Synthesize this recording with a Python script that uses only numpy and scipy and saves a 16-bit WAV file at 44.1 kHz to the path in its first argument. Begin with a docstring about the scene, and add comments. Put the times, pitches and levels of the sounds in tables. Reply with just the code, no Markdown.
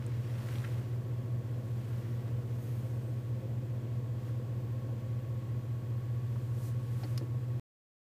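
"""Idling V8 pickup, from inside

A V8 idles at about 600 rpm in a standing pickup. Its uneven firings make the closed cab boom and
throb, and the engine bay adds a dull churn and a belt whirr. Someone shifts in the seat: clothes
rustle and plastic clicks. The sound is switched off just before the end."""
import sys
import numpy as np
from scipy import signal
from scipy.fft import rfft, irfft, next_fast_len
from scipy.io import wavfile
from scipy.ndimage import map_coordinates

SR = 44100
rng = np.random.default_rng(int(sys.argv[2]) if len(sys.argv) > 2 else 0)


def wav_record(signal):
    """Record a signal, one row per channel, as 16-bit PCM in the file named by sys.argv[1]."""
    frames = np.transpose(np.atleast_2d(signal))
    bounded = np.clip(frames, -1, 1)
    # unit amplitude maps onto the largest positive 16-bit level
    quanta = np.round(bounded * 32767).astype(np.int16)
    wavfile.write(sys.argv[1], SR, quanta)


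N = 356989
TIME = np.arange(N) / SR


def amp(db):
    """Turn decibels into a gain."""
    return 10 ** (np.asarray(db) / 20)

def unit(x):
    """Scale to an average (rms) level of 1."""
    return x / np.sqrt(np.mean(x ** 2) + 1e-20)

def curves(rows):
    """Join timed points with lines, one curve for each column after the time."""
    times, *columns = np.transpose(rows)
    return [np.interp(TIME, times, column) for column in columns]

def wobble(rate):
    """A smooth curve through `rate` random points a second."""
    return map_coordinates(rng.standard_normal(int(N * rate / SR) + 4), [TIME * rate])

def swell(peak_s, rise, fall):
    """Grow to 1 at peak_s, then ease off."""
    t = TIME - peak_s
    return np.exp(-np.abs(t / np.where(t < 0, rise, fall)) ** 1.37)  # 1 is pointed, 2 is rounded

def filtered(x, response):
    """Scale each frequency in x by response(Hz)."""
    size = next_fast_len(N + SR)
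    return irfft(rfft(x, size) * response(np.fft.rfftfreq(size, 1 / SR)), size)[:N]

def resonate(x, modes):
    """Let x ring at (Hz, width, dB) resonances of alternating sign."""
    return filtered(x, lambda f: sum((-1) ** k * amp(db) * 1j * f * w / (hz * hz - f * f + 1j * f * w)
                                     for k, (hz, w, db) in enumerate(modes)))

def colour(x, spectrum):
    """Shape x with a (Hz, dB) curve that falls away past its ends; the level comes out at 1."""
    hz, db = np.transpose(spectrum)
    skirt = lambda f: np.minimum(f / hz[0], 1) ** 2 * np.minimum(hz[-1] / (f + 1), 1) ** 2
    return unit(filtered(x, lambda f: skirt(f) * amp(np.interp(np.log(f + 1), np.log(hz), db))))

def noise(spectrum):
    """Coloured noise at level 1."""
    return colour(rng.standard_normal(N), spectrum)

def burst(start, fade_s):
    """Sudden noise that drops 60 dB in fade_s seconds."""
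    t = TIME - start
    return (t >= 0) * amp(-60 * np.clip(t / fade_s, 0, 2)) * rng.standard_normal(N)

def touch(start, hz, width, fade_s):
    """A padded touch rings little but the panel's own note; its peak is 1."""
    panel = [(hz, width, 0)]
    ring = resonate(resonate(burst(start, fade_s), panel), panel)
    return ring / np.abs(ring).max()


# The eight cylinders in firing order. Each row: delay in seconds, relative strength in dB.
FIRING_ORDER = [(.01268, 0), (.00936, 4.1), (.00394, 1.8), (.00331, 4.2), (.00225, 2.6), (.00407, 7.1),
                (.00327, .6), (.0038, 6.3)]
# How the body panels and cab air ring. Each row: pitch in Hz, width in Hz, relative level in dB.
CAB_RING = [(41.4, 3.5, -6.6), (65, 3.5, 6.9), (78.8, 4.2, 3.4), (95.5, 6.5, 15.9), (106.5, 19.1, 20.3),
            (127, 4.9, 26.9)]
# How loud the boom is. Each row: time in seconds, level in dB.
BOOM_LEVEL = [(0, -35.5), (4.2, -35.7), (5.4, -36), (6.3, -34), (6.8, -34.7), (7.5, -36.2)]

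def boom(firings, scatter_db=0.79, jitter_s=.0001, leak_hz=60, muffle_hz=380):
    """Each firing sends a pulse that rings the cab; the uneven pattern repeats five times a second."""
    number = np.arange(-2 * len(FIRING_ORDER), int(firings[-1]))  # the cab is ringing from the start
    delay, db = np.array(FIRING_ORDER)[number % len(FIRING_ORDER)].T
    jitter, scatter = rng.standard_normal((len(number), 2)).T
    due = np.interp(number, firings, np.arange(N)) + np.minimum(number, 0) * N / firings[-1]
    at = (due + SR * (delay + jitter_s * jitter)).astype(int)
    size = next_fast_len(N + SR)  # firings before time zero wrap round to the end
    pulses = np.bincount(at % size, amp(db + scatter_db * scatter), size)
    leak = lambda f: (1j * f / (leak_hz + 1j * f)) ** 2  # the deepest pressure escapes the cab
    muffle = lambda f: 1 / (1 + (f / muffle_hz) ** 4)  # the wall to the engine dulls sharp edges
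    ring = filtered(resonate(pulses, CAB_RING), lambda f: leak(f) * muffle(f))
    return amp(curves(BOOM_LEVEL)[0]) * unit(ring)


# The idle's clean tones. Each row: multiple of the cycle rate, level in dB before the microphone turns.
OVERTONES = [(28, -65), (35, -67), (36, -64.5), (43, -64.5), (44, -57.5), (48, -65), (54, -67), (58, -68),
             (72, -67)]

def drone(cycle, turn, ahead_db=-2):
    """Clean overtones follow the engine's speed, a little softer when facing ahead."""
    return sum(amp(db + ahead_db * turn + 0.71 * wobble(3.8))
               * np.sqrt(2) * np.sin(2 * np.pi * (multiple * cycle + rng.random()))
               for multiple, db in OVERTONES)


# The thud in the wall between engine and cab. Each row: frequency in Hz, relative level in dB.
KNOCK_COLOUR = [(160, -4), (220, 3.5), (340, 2), (420, -8)]

def knock(cycle, beat, swell_db=3.5):
    """The same moving parts make the same noise every cycle, swelling at each firing."""
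    length = int(N / cycle[-1])
    looped = rng.standard_normal(length)[(cycle % 1 * length).astype(int)]
    return amp(-59) * unit(amp(swell_db * beat) * colour(looped, KNOCK_COLOUR))


# The engine bay heard through that wall. Each row: frequency in Hz, relative level in dB.
CHURN_COLOUR = [(30, -28), (70, -7), (140, 2.5), (200, -0.5), (255, -1), (285, -2), (355, 1), (430, -7),
                (475, -1), (530, -0.5), (580, -10.5), (640, -6.5), (760, -18), (1000, -18.5), (1250, -29)]

def churn(cycle, beat, turn, ahead_db=-2.4):
    """Dull engine noise swells at each firing and once per turn of the crankshaft."""
    lope = np.cos(2 * np.pi * (2 * cycle - .72))
    return amp(-49.4 + ahead_db * turn + 0.4 * beat + 0.28 * lope + 0.68 * wobble(9)) * noise(CHURN_COLOUR)


# Valve and fan noise. Each row: frequency in Hz, relative level in dB.
CLATTER_COLOUR = [(500, -26), (900, 1.5), (1250, -3), (1600, 0), (1950, -1.5), (2300, -5), (3250, -7),
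                  (3700, -10), (4500, -11), (7000, -21), (15000, -43)]

def clatter(beat):
    """The valves and fan make a brighter, almost steady noise."""
    return amp(-64 + .15 * beat + 0.37 * wobble(6.1)) * noise(CLATTER_COLOUR)


# How small parts ring. Each row: pitch in Hz, width in Hz, relative level in dB.
BRACKET_RING = [(790, 46, 2), (942, 30, -2), (1326, 55, -5.5), (2500, 46, -7.5), (3260, 82, -9.5)]

def buzz():
    """Small parts buzz along with the engine."""
    return amp(-71.5 + 1.2 * wobble(2.7)) * unit(resonate(rng.standard_normal(N), BRACKET_RING))


# The belt's two tones draw together late on. Each row: time in seconds, gap in Hz, level in dB.
BELT_TONES = [(0, 29.8, -67.5), (3.4, 33, -70), (4.4, 33.4, -65.8), (5.8, 31.7, -65.8), (6.7, 24, -65),
              (7.5, 12.7, -65.5)]

def belt(cycle, centre_hz=1105.6, waver_hz=5.5, warble_hz=7.5, fuzz=0.42):
    """Two close tones warble once a cycle, and waver and fade as the belt slips, in a thin noise."""
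    gap_hz, level_db = curves(BELT_TONES)
    pitch = centre_hz + waver_hz * wobble(9.9) + warble_hz * np.sin(2 * np.pi * cycle)
    tones = 0
    for side in (-1, 1):
        gain = amp(1.2 * wobble(6))
        hz = pitch + side * gap_hz / 2 + 3.5 * wobble(25)
        tones += gain * np.sin(2 * np.pi * np.cumsum(hz) / SR)
    band = unit(resonate(resonate(rng.standard_normal(N), [(1110, 110, 0)]), [(1104, 120, 0)]))
    return amp(level_db) * unit(tones + fuzz * band)


# The deepest noise. Each row: frequency in Hz, relative level in dB.
RUMBLE_COLOUR = [(15, -4.5), (35, -4), (60, -2)]

def rumble():
    """The truck's frame trembles."""
    return amp(-72.5) * noise(RUMBLE_COLOUR)


# The crankshaft's speed. Each row: time in seconds, turns a minute.
IDLE_SPEED = [(0, 602.2), (.8, 602.8), (1.35, 604.4), (1.8, 598.9), (2.4, 602.2), (3.2, 605.05),
              (3.9, 602.25), (4.6, 601.25), (5.2, 599.6), (5.75, 598), (6.3, 604.7), (6.9, 604.3),
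              (7.5, 613.9)]
# The microphone swings round. Each row: time in seconds, turn from 0 (side window) to 1 (road ahead).
MIC_TURN = [(3.7, 0), (5.5, 0.43), (6.2, 1)]

def engine():
    """The crankshaft sets the pace; the balance of sounds shifts as the microphone turns."""
    rpm, = curves(IDLE_SPEED)
    turn, = curves(MIC_TURN)
    cycle = np.cumsum(rpm) / SR / 60 / 2  # cycles so far, two crankshaft turns each
    firings = cycle * len(FIRING_ORDER)
    beat = np.cos(2 * np.pi * (firings - .8))  # peaks once per firing
    return (boom(firings) + drone(cycle, turn) + knock(cycle, beat) + churn(cycle, beat, turn)
            + clatter(beat) + buzz() + belt(cycle) + rumble())


# The microphone's hiss. Each row: frequency in Hz, relative level in dB.
HISS_COLOUR = [(1500, -20.5), (4000, -2.5), (7500, 4.5), (10000, -1), (13500, 3.5), (15500, 2.5)]
# Thin electronic tones. Each row: pitch in Hz, level in dB.
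WHINES = [(13955, -86), (14917, -86)]

def electronics(waver_db=3.5):
    """The microphone hisses, and two faint whines waver in loudness."""
    whine = sum(amp(db + waver_db * wobble(1.5)) * np.sin(2 * np.pi * hz * TIME) for hz, db in WHINES)
    return amp(-70) * noise(HISS_COLOUR) + whine


# Cloth rubbing coarsely, and sliding smoothly. Each row: frequency in Hz, relative level in dB.
RUB_COLOUR = [(200, -9), (500, -2), (1100, 0.5), (1700, -0.5), (3000, -6.5), (5500, -13.5), (10000, -24.5),
              (15500, -27)]
SLIDE_COLOUR = [(1500, -25.5), (4000, -1.5), (7000, 0.5), (10000, 0.5), (13500, -0.5), (15500, -2)]
# A sleeve strokes the seat. Each row: fastest moment, rise and fall in seconds, rub and slide in dB.
SLEEVE_STROKES = [(.04, 0.089, 0.17, -61.5, -90), (.54, 0.28, 0.28, -54, -61.5),
                  (1.97, 0.45, 0.47, -62, -70), (2.68, 0.15, 0.47, -68, -69),
                  (4.28, 0.086, 0.033, -65, -69.5), (6.39, 0.17, 0.098, -74, -72),
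                  (6.68, 0.11, 0.03, -69, -58.5), (7.05, 0.24, 0.16, -62, -63.5)]

def clothes(grain_db=1.5, snags_per_s=180, crackle_db=-9):
    """Fibres catch and slip: each stroke is a crackling rub and a smooth hiss, louder when faster."""
    rub_gain = sum(amp(db) * swell(s, rise, fall) for s, rise, fall, db, _ in SLEEVE_STROKES)
    slide_gain = sum(amp(db) * swell(s, rise, fall) for s, rise, fall, _, db in SLEEVE_STROKES)
    snags = (rng.random(N) < snags_per_s / SR) * rng.uniform(-1.1, 1, N)
    tick = burst(0, 0.01)[:SR // 100]
    crackle = colour(signal.fftconvolve(snags, tick)[:N], RUB_COLOUR)
    rub = unit(amp(grain_db * wobble(120)) * noise(RUB_COLOUR) + amp(crackle_db) * crackle)
    slide = amp(0.78 * wobble(65)) * noise(SLIDE_COLOUR)
    return rub_gain * rub + slide_gain * slide


# Light taps, the last one the body of the catch's snap. Each row: start in seconds, peak in dB, pitch in Hz,
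# width in Hz, fade in seconds.
TRIM_TAPS = [(0.023, -46, 1800, 900, 0.01), (0.0648, -43.5, 8500, 1700, 0.008),
             (.486, -41.5, 1600, 1900, .03), (0.556, -42.5, 2300, 1800, 0.035),
             (.584, -46, 3500, 2000, .012), (.640, -41, 1510, 800, 0.062), (.646, -36, 1750, 1300, 0.04),
             (0.743, -49, 2600, 2100, 0.02), (.782, -51, 2100, 1600, .02), (6.357, -47, 1150, 600, 0.053),
             (7.029, -40, 680, 400, .07), (7.035, -47, 2050, 699, .05), (7.047, -42, 500, 220, 0.05),
             (7.178, -42, 1150, 1700, 0.031)]

def taps():
    """Small touches briefly ring the cab's trim; the last gives the catch's snap its body."""
    return sum(amp(db) * touch(start, hz, width, fade_s) for start, db, hz, width, fade_s in TRIM_TAPS)


# How nylon rings. Each row: pitch in Hz, width in Hz, relative level in dB.
NYLON_RING = [(6550, 205, 2), (8500, 150, -3), (10400, 250, -2.5), (12600, 260, -2), (13530, 450, 4)]
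# Squeaks. Each row: loudest moment, rise and fall in seconds, level in dB, pitch and width in Hz.
NYLON_SQUEAKS = [(2.62, .05, 0.29, -68, 11000, 16000), (3.05, .2, 0.24, -79, 8420, 500)]

def squeaks():
    """Nylon sings faintly during a stroke, first at all its pitches, then mainly at one."""
    ring = resonate(rng.standard_normal(N), NYLON_RING)
    return sum(amp(db) * swell(s, rise, fall) * unit(resonate(ring, [(hz, width, 0)]))
               for s, rise, fall, db, hz, width in NYLON_SQUEAKS)


# A hollow note. Its one row: pitch in Hz, width in Hz, relative level in dB.
HOLLOW_RING = [(526, 45, 0)]

def hollow():
    """A hollow note swells out of the churn for a moment as the microphone turns."""
    ring = resonate(resonate(rng.standard_normal(N), HOLLOW_RING), HOLLOW_RING)
    return amp(-58.5) * swell(5.05, rise=0.36, fall=0.604) * unit(ring)


# A catch is touched, then snaps. 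Each row: start in seconds, peak in dB, width of the blow in Hz.
CATCH_BLOWS = [(7.035, -46, 200), (7.1767, -33.3, 6500)]
# How its plastic rings. Each row: pitch in Hz, width in Hz, relative level in dB.
PLASTIC_RING = [(3050, 1200, -3), (4500, 450, 1), (5200, 750, 0), (7630, 500, -11.5), (8900, 1500, -10),
                (12800, 1500, -8)]

def catch(centre_hz=4430, echo_db=-13):
    """Blows ring a plastic catch and the cab echoes briefly; the harder blow spans more pitches."""
    out = 0
    for start, db, width in CATCH_BLOWS:
        blow = burst(start, fade_s=.024) + amp(echo_db) * burst(start, fade_s=.075)
        snap = resonate(resonate(blow, [(centre_hz, width, 0)]), PLASTIC_RING)
        out += amp(db) * snap / np.abs(snap).max()
    return out


# Bumps against the seat. Each row: start in seconds, peak in dB.
SEAT_BUMPS = [(7.042, -35), (7.210, -34.5)]

def bumps():
    """The padded seat answers each bump with a dull thud."""
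    return sum(amp(db) * touch(start, hz=250, width=180, fade_s=0.095) for start, db in SEAT_BUMPS)


def scene():
    """Everything meets at one microphone behind the windscreen."""
    return (engine() + electronics() + clothes() + taps() + squeaks() + hollow() + catch() + bumps())[None]

def record(dry):
    """The sound stops dead at the switch-off, and the very highest treble is cut away."""
    off_s, top_hz = 7.597, 15350
    return filtered(dry[0] * (TIME < off_s), lambda hz: hz < top_hz)[None]


dry = scene()
out = record(dry)
wav_record(out)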